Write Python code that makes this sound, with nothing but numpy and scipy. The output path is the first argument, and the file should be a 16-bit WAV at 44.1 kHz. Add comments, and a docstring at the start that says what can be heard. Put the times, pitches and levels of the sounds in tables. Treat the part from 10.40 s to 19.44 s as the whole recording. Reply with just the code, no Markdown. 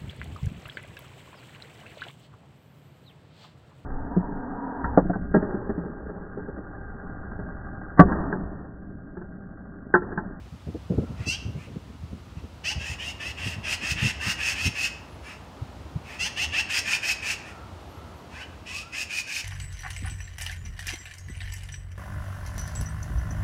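"""A magpie scolds a cat in a spruce: bursts of harsh notes, each a rising, rattling rasp that
brightens as the beak opens. Its voice box buzzes, and its throat and beak shape the buzz.
Trunk and branches scatter the calls and the garden answers. Handling and puffs of air bump the
microphone, over distant traffic, hissing leaves, a hoarse far tone and a small bird's thin whistles."""
import sys
import numpy as np
from scipy import signal
from scipy.fft import rfft, irfft, next_fast_len
from scipy.io import wavfile
from scipy.ndimage import uniform_filter1d, map_coordinates

SR = 44100
rng = np.random.default_rng(int(sys.argv[2]) if len(sys.argv) > 2 else 0)


def int16_out(signal):
    """Quantize to a 16-bit WAV file."""
    q = np.round(np.clip(np.atleast_2d(signal).T, -1, 1) * 32767)
    wavfile.write(sys.argv[1], SR, q.astype(np.int16))


N = 398663

# how loud the distant wash sounds; it steps up near 2.2 s as the microphone adjusts:
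# t/s, relative level/dB
WASH_LOUDNESS = [(0.0, -60.5), (0.78, -53.5), (1.58, -58.5), (2.21, -55), (2.36, -51), (4.25, -50),
                 (4.43, -51), (5.61, -51), (6.19, -49.5), (7.9, -50.5), (9.04, -58)]


def amp(db):
    """Turn decibels into a gain."""
    return 10 ** (np.asarray(db) / 20)


def unit(x):
    """Scale x to an average (rms) level of 1."""
    return x / np.sqrt(np.mean(x ** 2) + 1e-20)


def steadied(x, window_s):
    """Even out slow changes in the level of x."""
    return x / np.sqrt(np.abs(uniform_filter1d(x ** 2, int(window_s * SR))) + 1e-12)


def along(points, hz):
    """Join (f/Hz, value) points on a log frequency axis."""
    f, values = np.transpose(points)
    return np.interp(np.log(hz + 1), np.log(f + 1), values)


def over_time(points):
    """Join (t/s, value) points across the whole scene."""
    return np.interp(np.arange(N) / SR, *np.transpose(points))


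def wobble(rate, size):
    """A smooth curve through `rate` random values a second."""
    return map_coordinates(rng.standard_normal(int(size * rate / SR) + 4), [np.arange(size) * rate / SR])


def filtered(x, response):
    """Scale each frequency in x by response(hz)."""
    m = next_fast_len(len(x) + 4096)
    return irfft(rfft(x, m) * response(np.fft.rfftfreq(m, 1 / SR)), m)[:len(x)]


def rolloff(hz, edge_hz, steepness):
    """A gain of 1 at 0 Hz that falls to a half at the edge."""
    return 1 / (1 + (hz / edge_hz) ** steepness)


def boosted(x, band, db):
    """Turn one band of x up or down by a changing amount."""
    return x + (amp(db) - 1) * filtered(x, band)


def noise(spectrum, size):
    """Noise at level 1, coloured by (f/Hz, level/dB) points."""
    return unit(filtered(rng.standard_normal(size), lambda hz: amp(along(spectrum, hz))))


def tone(pitch, waver=0.0092, rate=253):
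    """A pure tone whose pitch wavers by a small share."""
    return np.sin(2 * np.pi * np.cumsum(pitch * (1 + waver * wobble(rate, len(pitch)))) / SR)


def glide(length, pitches, waver):
    """A tone that swells and fades through a start, middle and end pitch."""
    progress = np.linspace(0, 1, int(length * SR))
    pitch = np.polyval(np.polyfit([0, .5, 1], pitches, 2), progress)
    return np.sqrt(2 * np.hanning(len(pitch))) * tone(pitch, waver, rate=250)


def arch(t, rise_db_per_s, fall_db_per_s):
    """A level that climbs to 0 dB at t = 0, then drops."""
    return np.minimum(rise_db_per_s * t, -fall_db_per_s * t)


def add(track, start, x):
    """Mix x into the track at `start` seconds."""
    part = track[max(round(start * SR), 0):][:len(x)]
    part += x[:len(part)]


def air_rumble(gain_db=4.0, flutter_db=1.44):
    """Moving air rumbles unevenly on the microphone."""
    # strength of the rumble: t/s, relative level/dB
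    strength = [(0.0, -50), (0.12, -52), (0.6, -43), (1.94, -49.5), (3.72, -45), (5.06, -51.5), (5.36, -47),
                (7.38, -51.5), (7.63, -48.5), (9.04, -57.5)]
    # its deep colour: f/Hz, level/dB
    spectrum = [(25, -55), (38, -32), (51, 2), (68, 6.5), (85, 7.5), (115, -2), (170, -7.5), (300, -13),
                (420, -25.5), (660, -88)]
    return amp(over_time(strength) + gain_db + flutter_db * wobble(14, N)) * noise(spectrum, N)


def traffic(gain_db=3):
    """Distant traffic blends into a dull wash."""
    # colour of the wash: f/Hz, level/dB
    spectrum = [(60, -39), (120, 0.5), (250, 2), (450, -2.5), (600, -1), (950, -2.5), (1300, -7),
                (1700, -16.5), (3000, -26), (8000, -86)]
    return amp(over_time(WASH_LOUDNESS) + gain_db) * noise(spectrum, N)


def leaves(level_db=-57.0, follow=0.32):
    """Leaves hiss lightly, a little louder whenever the distant wash sounds louder."""
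    # colour of the hiss: f/Hz, level/dB
    spectrum = [(710, -48), (1200, -2), (1470, -5), (2480, -7), (2710, -5.5), (4290, -10), (6870, -16),
                (12200, -26), (15500, -28)]
    wash_db = over_time(WASH_LOUDNESS)
    return amp(level_db + follow * (wash_db - wash_db.mean())) * noise(spectrum, N)


def bumps(gain_db=-6, grip_until_s=2.25, grip_db=-35):
    """Handling and puffs of air thud on the microphone; harder bumps sound brighter."""
    # bumps: t/s, relative level/dB, rough length/s, hardness (gain above about 220 Hz)/dB
    knocks = [(0.117, -32, 0.024, -5), (0.262, -23, 0.035, 7), (0.342, -22, 0.023, 15),
              (0.491, -17, 0.05, 12), (.574, -11, 0.023, 9), (.612, -21.5, 0.03, 16),
              (0.679, -27, 0.058, 2), (.79, -24.5, 0.036, -5), (.864, -22, 0.024, 7.5),
              (1.039, -23.5, 0.068, -2), (1.138, -24.5, 0.048, 0), (1.252, -37.5, 0.088, 12),
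              (1.357, -23, .016, 10), (1.628, -28.5, 0.027, -13), (1.715, -25.5, 0.031, -1),
              (1.968, -27, 0.019, -15), (2.035, -29, 0.017, 6), (2.352, -21, 0.038, -24),
              (2.49, -22.5, 0.027, -17), (3.057, -20.5, .027, -6), (3.159, -25, 0.036, -18),
              (3.426, -25, 0.016, 2), (3.511, -22, 0.021, -27), (3.554, -26.5, 0.02, -28),
              (3.613, -15.5, 0.056, -8), (3.858, -23, 0.033, -4), (4.25, -16.5, 0.036, -13),
              (5.213, -24.5, 0.023, -27), (5.548, -20.5, .027, -22)]
    # colour of a thud: f/Hz, level/dB
    spectrum = [(20, -60), (35, -37), (55, -12), (75, 2), (160, -1.5), (230, -7), (350, -17.5), (480, -20),
                (600, -28), (1100, -58), (2400, -110)]
    # the hand shifts its grip at first, adding small random bumps
    fidgets = [(grip_until_s * when, grip_db + 3 * (2 * size - 1), .02, 2)
               for when, size in rng.random((16, 2))]
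    track = np.zeros(N)
    for start, db, length, hard_db in list(knocks) + fidgets:
        age = np.arange(SR // 4) / SR / (length / 2)  # 1 at the peak
        thud = filtered(noise(spectrum, len(age)), lambda hz: amp(hard_db * (1 - rolloff(hz, 220, 4))))
        swell = (age * np.exp(1 - age)) ** 2
        add(track, start, amp(db + gain_db) * steadied(thud, 0.057) * swell)
    return track


def far_tones(pitch_hz=1330):
    """A held tone far away, made hoarse by its quickly wavering pitch."""
    # distant tones: t/s, length/s, level/dB
    tones = [(0.48, 0.29, -59.5), (7.05, .26, -53.5), (7.5, 0.27, -57)]
    track = np.zeros(N)
    for start, length, db in tones:
        add(track, start, amp(db) * branches(glide(length, [pitch_hz] * 3, waver=.055)))
    return track


def branches(x, scatter_db=-6, fade_s=0.11):
    """Trunk and branches throw back quick little echoes, different for every call."""
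    t = np.arange(SR // 8) / SR
    echoes = rng.standard_normal(len(t)) ** 3 * amp(-60 * t / fade_s) * (t > .001)
    return signal.fftconvolve(x, (t == 0) + amp(scatter_db) * echoes / np.linalg.norm(echoes))


def garden(x, tail_db=-12.5, build_s=0.0064, wall_s=.115, wall_db=-22):
    """The garden answers with a blur of echoes, plus one dull echo off a house wall."""
    # how long the garden rings: f/Hz, time to fade by 60 dB/s
    ring_times = [(300, 0.17), (1800, 0.75), (2700, 0.52), (6000, 0.5), (14000, 0.16)]
    hz, age, bands = signal.stft(rng.standard_normal(SR), SR, nperseg=256)
    fade = amp(-60 * age / along(ring_times, hz)[:, None]) * (1 - np.exp(-age / build_s))
    tail = signal.istft(bands * fade, SR, nperseg=256)[1]
    echoes = signal.fftconvolve(x, amp(tail_db) * tail / np.linalg.norm(tail))[:N]
    add(echoes, wall_s, amp(wall_db) * filtered(x, lambda hz: rolloff(hz, 4500, 4)))
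    return x + echoes


def voice_box(size, start_hz, end_hz, rough, jitter=0.0903, rattle_hz=240, rattle_depth=0.18):
    """One membrane makes a rising buzz that breaks up into hiss; a slower one chops it."""
    progress = np.linspace(0, 1, size)
    chaos = np.clip(rough + .35 * progress ** 3, 0, 1)
    pitch = (start_hz + (end_hz - start_hz) * progress ** 1.4) * (1 + jitter * chaos * wobble(600, size))
    phase = 2 * np.pi * np.cumsum(pitch) / SR
    harmonics = np.arange(1, 23)[:, None]
    # the windpipe smears each pulse and favours other harmonics in every note
    strength = amp(2 * rng.standard_normal(harmonics.shape))
    lag = rng.uniform(0, 2 * np.pi, harmonics.shape)
    buzz = unit((strength * np.cos(harmonics * phase + lag)).sum(0))
    hiss = unit(rng.standard_normal(size) * (1 + .5 * np.cos(phase)))
    voice = np.sqrt(1 - chaos) * buzz + np.sqrt(chaos) * hiss
    chop = np.cos(2 * np.pi * np.cumsum(rattle_hz * (1 + 0.259 * wobble(119.1, size))) / SR)
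    return voice * (1 + rattle_depth * np.clip(chaos + progress ** 2, 0, 1) * chop)


def throat(source, low_db, tuning, rough, widen, clear_below=0.38):
    """Throat and beak ring at certain pitches (resonances), giving the voice a body and a treble."""
    # main resonances of throat and beak: f/Hz, base half width/Hz, level/dB
    resonances = [(893, 210, -15), (1868, 500, -4), (2636, 175, 5), (3120, 375, -8.5)]
    # upper resonances in a rasp: f/Hz, level/dB
    rasp_colour = [(2120, -102), (3600, -7.5), (4090, -6), (4570, -2.5), (5390, 2), (5830, -4.5),
                   (6710, -4), (7770, -8), (9450, -11), (10200, -17.5), (10900, -17.5), (11900, -20.5),
                   (13100, -22), (14800, -22), (15500, -23)]
    # upper resonances in a clear note: f/Hz, level/dB
    clear_colour = [(2600, -32), (3300, -48), (3900, -1.5), (4650, 5), (5300, 3), (5900, 9), (6600, -8),
                    (7400, -8), (8600, -8.5), (10200, -25.5), (12000, -19), (14500, -30)]
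    # narrow rings of the windpipe: f/Hz, half width/Hz, gain/dB
    rings = [(4230, 140, 1), (5640, 41, -1), (6330, 78, 3), (8400, 250, 0.5), (12000, 390, 5)]
    clear = max(1 - (rough / clear_below) ** 2, 0)
    ripple_db = rng.standard_normal(64)  # tongue and beak shape each note a little differently

    def lower(hz):
        peaks = sum(amp(db) * rolloff(hz - centre, widen * width, 2) ** 2
                    for centre, width, db in resonances)
        return peaks * amp(low_db * rolloff(hz, 2200, 10))

    def upper(hz):
        rasp_db = along(rasp_colour, hz) + np.interp(hz, np.linspace(0, SR / 2, 64), ripple_db)
        rasp_db += sum(db * rolloff(hz - centre, width, 2) for centre, width, db in rings)
        return amp(clear * along(clear_colour, hz / tuning) + (1 - clear) * rasp_db)

    # the main resonances slide up through five blended positions, further in clear notes
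    progress = np.linspace(0, 1, len(source))
    slide = 0.014 + 0.083 * clear
    body = np.zeros(len(source))
    for position in np.linspace(0, 1, 5):
        blend = np.maximum(1 - 4 * np.abs(progress - position), 0)
        shift = tuning * (1 + slide * (position - .45))
        body += blend * filtered(source, lambda hz: lower(hz / shift))
    return steadied(body, 0.0155), steadied(filtered(source, upper), 0.038)


def magpie_mutters(treble_db=-11):
    """Quiet, darker notes with the beak nearly shut and the resonances damped."""
    # mutters: t/s, length/s, level/dB, start f/Hz, end f/Hz, roughness/0-1
    notes = [(0.751, 0.15, -49, 606, 735, 0.6), (1.146, 0.15, -52, 521, 792, .4),
             (1.949, 0.073, -58, 602, 734, .5), (4.809, 0.18, -44, 521.6, 722, 0.68),
             (5.624, 0.2, -43.5, 513, 728, 0.8), (7.025, .12, -46.5, 563, 700, 0.65),
             (7.886, 0.19, -45.5, 444, 657, 0.49), (7.989, 0.061, -43.5, 737, 800, .3)]
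    track = np.zeros(N)
    for start, length, db, start_hz, end_hz, rough in notes:
        size = int(length * SR)
        buzz = voice_box(size, start_hz, end_hz, rough)
        body, treble = throat(buzz, low_db=7, tuning=0.98, rough=rough, widen=2.5)
        add(track, start, branches(amp(db) * np.hanning(size) ** 0.72 * (body + amp(treble_db) * treble)))
    return track


def magpie_scolds(main_hz=2644, full_voice_db=-27.5, beak_lag_s=0.019, attack_s=0.022, release_s=0.019):
    """Each loud note swells as the beak opens, peaks in a bark if rough or a yelp if clear, then sags."""
    # scolding notes: t/s, time to peak/s, length/s, level/dB, beak opening as treble/dB,
    # low resonances/dB, start f/Hz, end f/Hz, roughness/0-1, throat tuning/ratio
    notes = [(0.854, .044, 0.12, -30.5, -0.5, -10, 654, 851, 0.12, 1.025),
             (2.235, 0.052, 0.11, -29, -3, -0.5, 574.4, 957.4, 0.25, 1.036),
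             (2.379, 0.11, 0.18, -35.5, -5.5, -5, 520, 722, .4, 0.99),
             (2.58, 0.1, 0.15, -34, -6.5, -5, 572, 797.5, 0.37, 1.035),
             (2.788, 0.086, 0.14, -34, -7, -2, 565, 767, 0.44, 1.023),
             (2.963, 0.11, 0.2, -34, -6, 0.5, 540.5, 759.5, 0.58, 1.024),
             (3.227, 0.1, 0.14, -28, -3.5, 2, 551, 800.5, 0.55, 1.013),
             (3.401, 0.11, .14, -28, -2.5, -1, 551, 799, 0.6, .99),
             (3.555, 0.11, 0.17, -26.5, -5.5, -1.5, 550, 800.5, 0.63, 1.02),
             (3.791, 0.11, 0.15, -28, -1.5, 5.5, 547, 795.6, 0.63, 1.02),
             (3.972, 0.11, 0.18, -27, -2.5, -1.5, 548.6, 799, 0.69, 0.99),
             (4.143, 0.12, .15, -27.5, -1.5, -1.5, 550, 793, 0.57, 1.0),
             (4.337, 0.11, 0.15, -28, -1.5, -0.5, 550, 806, 0.6, 0.99),
             (5.783, 0.059, 0.11, -28, -1.5, 0.5, 625, 943, 0.23, 1.07),
             (5.955, 0.066, 0.11, -26.5, -4.5, -1.5, 545, 964, 0.32, 1.04),
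             (6.116, 0.074, 0.11, -24.5, -6, -1.5, 535, 984, 0.34, 1.026),
             (6.28, 0.095, .13, -26, -0.5, -2.5, 548, 828, 0.65, 0.976),
             (6.439, .096, 0.14, -27, -1.5, -3, 547, 820, 0.73, 0.97),
             (6.611, .095, 0.13, -27.5, 0, -2, 548.3, 823, 0.67, 0.97),
             (6.812, 0.093, .14, -29, -2.5, -1.5, 552.4, 797, 0.74, 0.97),
             (8.252, 0.11, .188, -37, -3, -9, 470, 697, 0.49, .99),
             (8.516, 0.1, 0.13, -32, -1.5, -2.5, 500, 740, 0.51, 0.98),
             (8.686, 0.1, 0.14, -31.5, -1, -8, 529.5, 760, 0.63, 0.94),
             (8.858, 0.11, 0.17, -32, -0.5, -5.5, 533, 767, 0.66, 0.955)]
    track = np.zeros(N)
    for start, peak_s, length, db, open_db, low_db, start_hz, end_hz, rough, tuning in notes:
        t = np.arange(int(length * SR)) / SR
        from_peak = t - peak_s
        clear = max(1 - rough / 0.67, 0)
        buzz = voice_box(len(t), start_hz, end_hz, rough)
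        body, treble = throat(buzz, low_db, tuning, rough, widen=1.2)
        # effort and beak opening rise and fall, more gently in softer notes
        steepness = np.exp(.06 * (db - full_voice_db))
        effort_db = db + steepness * arch(from_peak, 56.5, 130) + 0.96 * wobble(113.3, len(t))
        beak_db = steepness * arch(from_peak - beak_lag_s, 86, 72)
        beak_db -= 2 * np.exp(-t / 0.011)  # the beak is still parting at the start
        # bark: the main resonance jumps out for an instant
        bark_db = 7.5 * (1 - clear) * np.exp(-(from_peak / 0.005) ** 2)
        body = boosted(body, lambda hz: rolloff(hz - main_hz * tuning, 450, 4), bark_db)
        # yelp: one overtone sweeps through that resonance while the rest gives way
        pitch = start_hz + (end_hz - start_hz) * (t / length) ** 1.393
        overtone = tone(pitch * main_hz * tuning / np.interp(peak_s, t, pitch))
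        yelp = np.sqrt(clear) * np.exp(-(from_peak / 0.02) ** 2)
        body = body * amp(-5.5 * yelp) + amp(6.5) * yelp * overtone
        # the lowest tone sings out late in a clear note
        body += clear * amp(low_db - 13.5) * 2 * t / length * tone(pitch)
        # the highest fizz grows as the beak opens and is weaker in clear notes
        fizz_db = -1.6 - 3.5 * clear ** 2 + .1 * beak_db
        treble = boosted(treble, lambda hz: 1 - rolloff(hz, 8000, 6), fizz_db)
        voice = amp(-0.94) * body + amp(open_db + beak_db - 1.3) * treble
        fade = np.clip(np.minimum(t / attack_s, (length - t) / release_s), 0, 1)
        add(track, start, branches(fade * amp(effort_db) * voice))
    return track


def gliding_calls(calls, waver):
    """A row of gliding tones, each scattered by the branches."""
    track = np.zeros(N)
    for start, length, db, *pitches in calls:
        add(track, start, amp(db) * branches(glide(length, pitches, waver)))
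    return track


def small_bird():
    """A small bird whistles thin, very high, almost pure tones."""
    # whistles: t/s, length/s, level/dB, start f/Hz, middle f/Hz, end f/Hz
    whistles = [(4.687, 0.086, -69, 11200, 11100, 11550), (4.8, .13, -68, 11400, 10800, 10900),
                (7.37, .12, -77, 11000, 11400, 12000), (7.477, .06, -69, 12000, 12600, 12100),
                (7.52, .094, -70, 11250, 11520, 11900), (7.64, .14, -75, 11700, 10900, 10560),
                (7.74, .1, -74, 12450, 12470, 12600)]
    return gliding_calls(whistles, waver=.006)


def magpie_squeals():
    """The magpie squeals softly on a rising, wavering pitch."""
    # squeals: t/s, length/s, level/dB, start f/Hz, middle f/Hz, end f/Hz
    squeals = [(7.925, .13, -47.5, 1350, 2050, 3280), (8.009, 0.041, -43, 2800, 2955, 3030),
               (8.262, .32, -52, 880, 1267, 1470)]
    return gliding_calls(squeals, waver=0.026)


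def scene():
    """Calls echoing in the garden, bumps at the microphone and the steady surroundings."""
    calls = magpie_scolds() + magpie_mutters() + small_bird() + magpie_squeals() + far_tones()
    return (garden(calls) + bumps() + air_rumble() + traffic() + leaves())[None]


def record(dry, low_cut_hz=38, top_hz=15750):
    """The phone drops the deepest bass and the very highest treble."""
    return filtered(dry[0], lambda hz: (hz < top_hz) * (1 - rolloff(hz, low_cut_hz, 6)))[None]


dry = scene()
out = record(dry)
int16_out(out)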